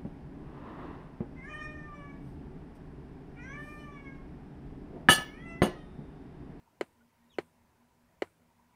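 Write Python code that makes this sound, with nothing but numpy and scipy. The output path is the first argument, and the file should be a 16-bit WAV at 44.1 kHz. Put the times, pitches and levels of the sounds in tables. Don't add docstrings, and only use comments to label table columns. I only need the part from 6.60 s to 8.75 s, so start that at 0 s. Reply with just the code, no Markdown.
import sys
import numpy as np
from scipy import signal
from scipy.fft import rfft, irfft
from scipy.io import wavfile
from scipy.ndimage import uniform_filter1d

SR = 44100
rng = np.random.default_rng(int(sys.argv[2]) if len(sys.argv) > 2 else 0)


def generate_wav(sig):
    pcm = np.round(np.clip(np.atleast_2d(sig).T, -1, 1) * 32767).astype(np.int16)
    wavfile.write(sys.argv[1], SR, pcm)


N = 94815

# frequency in Hz, relative level in dB.
AIR_COLOUR = [(20, -12.5), (45, -15), (75, -2), (140, -8), (240, -10), (440, -14.5), (725, -13.5),
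              (950, -17), (1160, -18), (1450, -19), (2200, -21.5), (3350, -28.5), (8000, -31), (15500, -33)]
# frequency in Hz, rms level swing in dB.
AIR_FLICKER = [(100, 1.5), (500, 1.8), (2000, 1.8), (4000, 1.0), (15000, 0.7)]
# time in seconds, level in dB.
WHIR_FADER = [(0.055, -78.5), (0.081, -66), (0.11, -78), (0.62, -79.5), (0.76, -78.5), (0.9, -78),
              (1.22, -81.5), (1.45, -79), (1.86, -83.5), (1.911, -74), (1.96, -89), (2.0, -71), (2.05, -77),
              (2.15, -76)]
# centre in seconds, length in seconds, peak level in dB.
HUM_SWELLS = [(0.0, 0.13, -68), (0.223, 0.05, -47.5), (0.431, 0.19, -65), (0.648, 0.18, -64.5),
              (0.81, 0.16, -63.5), (1.011, 0.2, -69), (1.231, 0.13, -65), (1.425, 0.19, -68.5),
              (1.851, 0.14, -67.5), (2.022, 0.2, -68.5)]
# time in seconds, level in dB.
LOW_HUM_FADER = [(0.1, -82), (0.55, -89.5), (0.85, -69), (1.1, -92.5), (1.45, -78), (1.85, -75.5),
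                 (2.1, -80.5)]
# centre in seconds, pitch in Hz, level in dB.
FAR_PIPS = [(0.42, 1460, -69), (0.637, 1870, -71.5), (1.215, 1020, -77), (1.316, 952, -71),
            (1.677, 1470, -67)]
# time in seconds, pitch in Hz, relative level in dB.
CHIRP_PATH = [(0.696, 3800, -80), (0.708, 3740, -66), (0.716, 3460, -67), (0.735, 3190, -65),
              (0.745, 2920, -64), (0.759, 2500, -71)]
# frequency in Hz, relative level in dB.
SCATTER_COLOUR = [(30, -46), (90, -10.5), (160, 3), (200, -10), (245, 1.5), (400, -5.5), (700, 0),
                  (1300, -8.5), (2200, -8.5), (3500, -20.5), (4300, -21), (5500, -28), (8000, -28.5),
                  (15000, -56)]
# frequency in Hz, relative level in dB.
BRUSH_COLOUR = [(60, 2), (300, 21), (1500, 0), (2400, -22), (3500, 0.5), (5500, -28), (8200, 4.5),
                (11000, -2), (15500, -11.5)]
# delay in milliseconds, signed gain.
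CLOSE_ECHOES = [(1.24, -0.22), (3.94, 0.43)]
# frequency in Hz, relative level in dB.
TICK_COLOUR = [(1000, -23), (3700, -15), (5200, -6), (5900, -10.5), (6900, -4.5), (9000, -10),
               (10800, -17.5), (12300, -19), (15500, -21)]
# frequency in Hz, relative level in dB, 60 dB decay in seconds.
SHELL_MODES = [(357.3, -19.0, 0.037), (420, -21, 0.031), (649, -12.5, 0.0055), (591, -12, 0.01),
               (944, -36, 0.01), (1228, -36.5, 0.021), (1570, -33.5, 0.015), (1835, -26.5, 0.02),
               (1874, -20, 0.0092), (2293, -28.5, 0.012), (2954, -35, 0.013)]
# start in seconds, overall gain in dB, then tick and thud levels in dB before it.
BUMPS = [(0.2104, -0.5, -42.5, -79), (0.7849, -0.37, -52.5, -50.5), (1.6209, 0, -46, -54.5)]


def amp(db):
    return 10 ** (np.asarray(db) / 20)


def unit(x):
    return x / np.sqrt(np.mean(x ** 2) + 1e-20)


def curve_at(points, hz):
    f, value = np.transpose(points)
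    return np.interp(np.log(hz + 1), np.log(f + 1), value)


def fader(points, t):
    return amp(np.interp(t, *np.transpose(points)))


def add(mix, start_s, sound):
    part = mix[max(round(start_s * SR), 0):][:len(sound)]
    part += sound[:len(part)]


def noise(colour, size):
    gain = amp(curve_at(colour, np.fft.rfftfreq(size, 1 / SR)))
    return unit(irfft(rfft(rng.standard_normal(size)) * gain, size))


def band(centre_hz, width_hz):
    hz = np.fft.rfftfreq(N, 1 / SR)
    bell = np.exp(-((hz - centre_hz) / width_hz) ** 2)
    return unit(irfft(rfft(rng.standard_normal(N)) * bell, N))


def phase(hz):
    return 2 * np.pi * np.cumsum(hz) / SR


def decay(t, t60_s):
    return np.exp(-np.log(1000) * t / t60_s)


def burst(t, rise_s, t60_s):
    return np.minimum(t / rise_s, 1) * decay(t, t60_s)


def air(level_db=-70.5):
    frames = dict(nperseg=1024, noverlap=768)
    hz, _, spectra = signal.stft(noise(AIR_COLOUR, N), SR, **frames)
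    patches = uniform_filter1d(rng.standard_normal(spectra.shape), size=5, axis=0)
    patches = unit(uniform_filter1d(patches, size=10, axis=1))
    flicker = amp(curve_at(AIR_FLICKER, hz)[:, None] * patches)
    hiss = signal.istft(spectra * flicker, **frames)[1][:N]
    return amp(level_db) * unit(hiss)


def whir(t):
    return fader(WHIR_FADER, t) * band(centre_hz=952.5, width_hz=110)


def hum(t, upper_hz=236.8, lower_hz=166.5, waver_hz=2.44):
    swell = sum(amp(db) * np.cos(np.pi * np.clip((t - centre) / length, -.5, .5))
                for centre, length, db in HUM_SWELLS)
    upper, lower = (np.sin(phase(hz + waver_hz * band(0, width_hz=7.1))) for hz in (upper_hz, lower_hz))
    return swell * upper + fader(LOW_HUM_FADER, t) * lower


def pips(t, half_length_s=0.012):
    return sum(amp(db) * np.exp(-((t - centre) / half_length_s) ** 2) * band(hz, width_hz=43)
               for centre, hz, db in FAR_PIPS)


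def bird(t, trim_db=-2, overtone_db=-11, overtone_below_hz=3420, roughness=0.45, reverb_db=-4):
    times, pitches, levels_db = np.transpose(CHIRP_PATH)
    hz = np.interp(t, times, pitches)
    overtone_fade = np.clip(.5 + (overtone_below_hz - hz) / 300, 0, 1)
    whistle = np.sin(phase(hz)) + overtone_fade * amp(overtone_db) * np.sin(2 * phase(hz))
    envelope = amp(np.interp(t, times, levels_db) + trim_db) * (t > times[0]) * (t < times[-1])
    call = envelope * whistle * (1 + roughness * band(0, width_hz=210))
    tail = rng.standard_normal(8192) * decay(t[:8192], t60_s=0.22)
    reverb = signal.fftconvolve(call, tail / np.linalg.norm(tail))[:N]
    return call + amp(reverb_db) * reverb


def yard_answer(t, slap_delay_s=0.052):
    scatter = amp(-39.5) * noise(SCATTER_COLOUR, len(t)) * burst(t, rise_s=0.0013, t60_s=0.093)
    brush = amp(-65.5) * noise(BRUSH_COLOUR, len(t)) * burst(t, rise_s=0.02, t60_s=0.5)
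    slap = amp(-68) * band(centre_hz=2200, width_hz=460)[:len(t)] * decay(t, t60_s=0.027)
    tail = scatter + brush
    add(tail, slap_delay_s, slap)
    return tail


def with_close_echoes(sound):
    hz = np.fft.rfftfreq(len(sound), 1 / SR)
    paths = 1 + sum(gain * np.exp(-2j * np.pi * hz * ms / 1000) for ms, gain in CLOSE_ECHOES)
    return irfft(rfft(sound) * paths, len(sound))


def soil_thud(t, hz=91):
    return np.sin(2 * np.pi * hz * t) * decay(t, t60_s=0.14)


def contact_tick(t, give_s=0.00027):
    return noise(TICK_COLOUR, len(t)) * (1 - np.exp(-t / give_s)) * decay(t, t60_s=0.014)


def rim_ping(t, rest_hz=3926, sag_hz=756, sag_s=0.0045):
    hz = rest_hz + sag_hz * np.exp(-t / sag_s)
    return amp(-37.5) * np.sin(phase(hz)) * burst(t, rise_s=0.003, t60_s=0.023)


def shell_ring(t, detune=0.005, low_cut_hz=169, high_cut_hz=4800):
    tuning = 1 + detune * rng.standard_normal(len(SHELL_MODES))
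    ring = sum((-1) ** k * amp(db) * decay(t, t60_s) * np.sin(2 * np.pi * hz * tuning[k] * t)
               for k, (hz, db, t60_s) in enumerate(SHELL_MODES))
    ring = signal.sosfilt(signal.butter(2, low_cut_hz, "high", fs=SR, output="sos"), ring)
    return signal.sosfilt(signal.butter(2, high_cut_hz, fs=SR, output="sos"), ring)


def knock(tick_db, thud_db):
    t = np.arange(16384) / SR
    body = with_close_echoes(shell_ring(t))
    attack = rim_ping(t) + amp(tick_db) * contact_tick(t)
    weight = amp(thud_db) * soil_thud(t)
    return body + attack + weight + yard_answer(t)


def scene():
    t = np.arange(N) / SR
    mix = air() + whir(t) + hum(t) + pips(t) + bird(t)
    for start_s, gain_db, tick_db, thud_db in BUMPS:
        add(mix, start_s, amp(gain_db) * knock(tick_db, thud_db))
    return mix[None]


def record(dry):
    high_cut = signal.firwin(511, cutoff=15750, window=("kaiser", 9), fs=SR)
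    return signal.oaconvolve(dry, high_cut[None], "same")


dry = scene()
out = record(dry)
generate_wav(out)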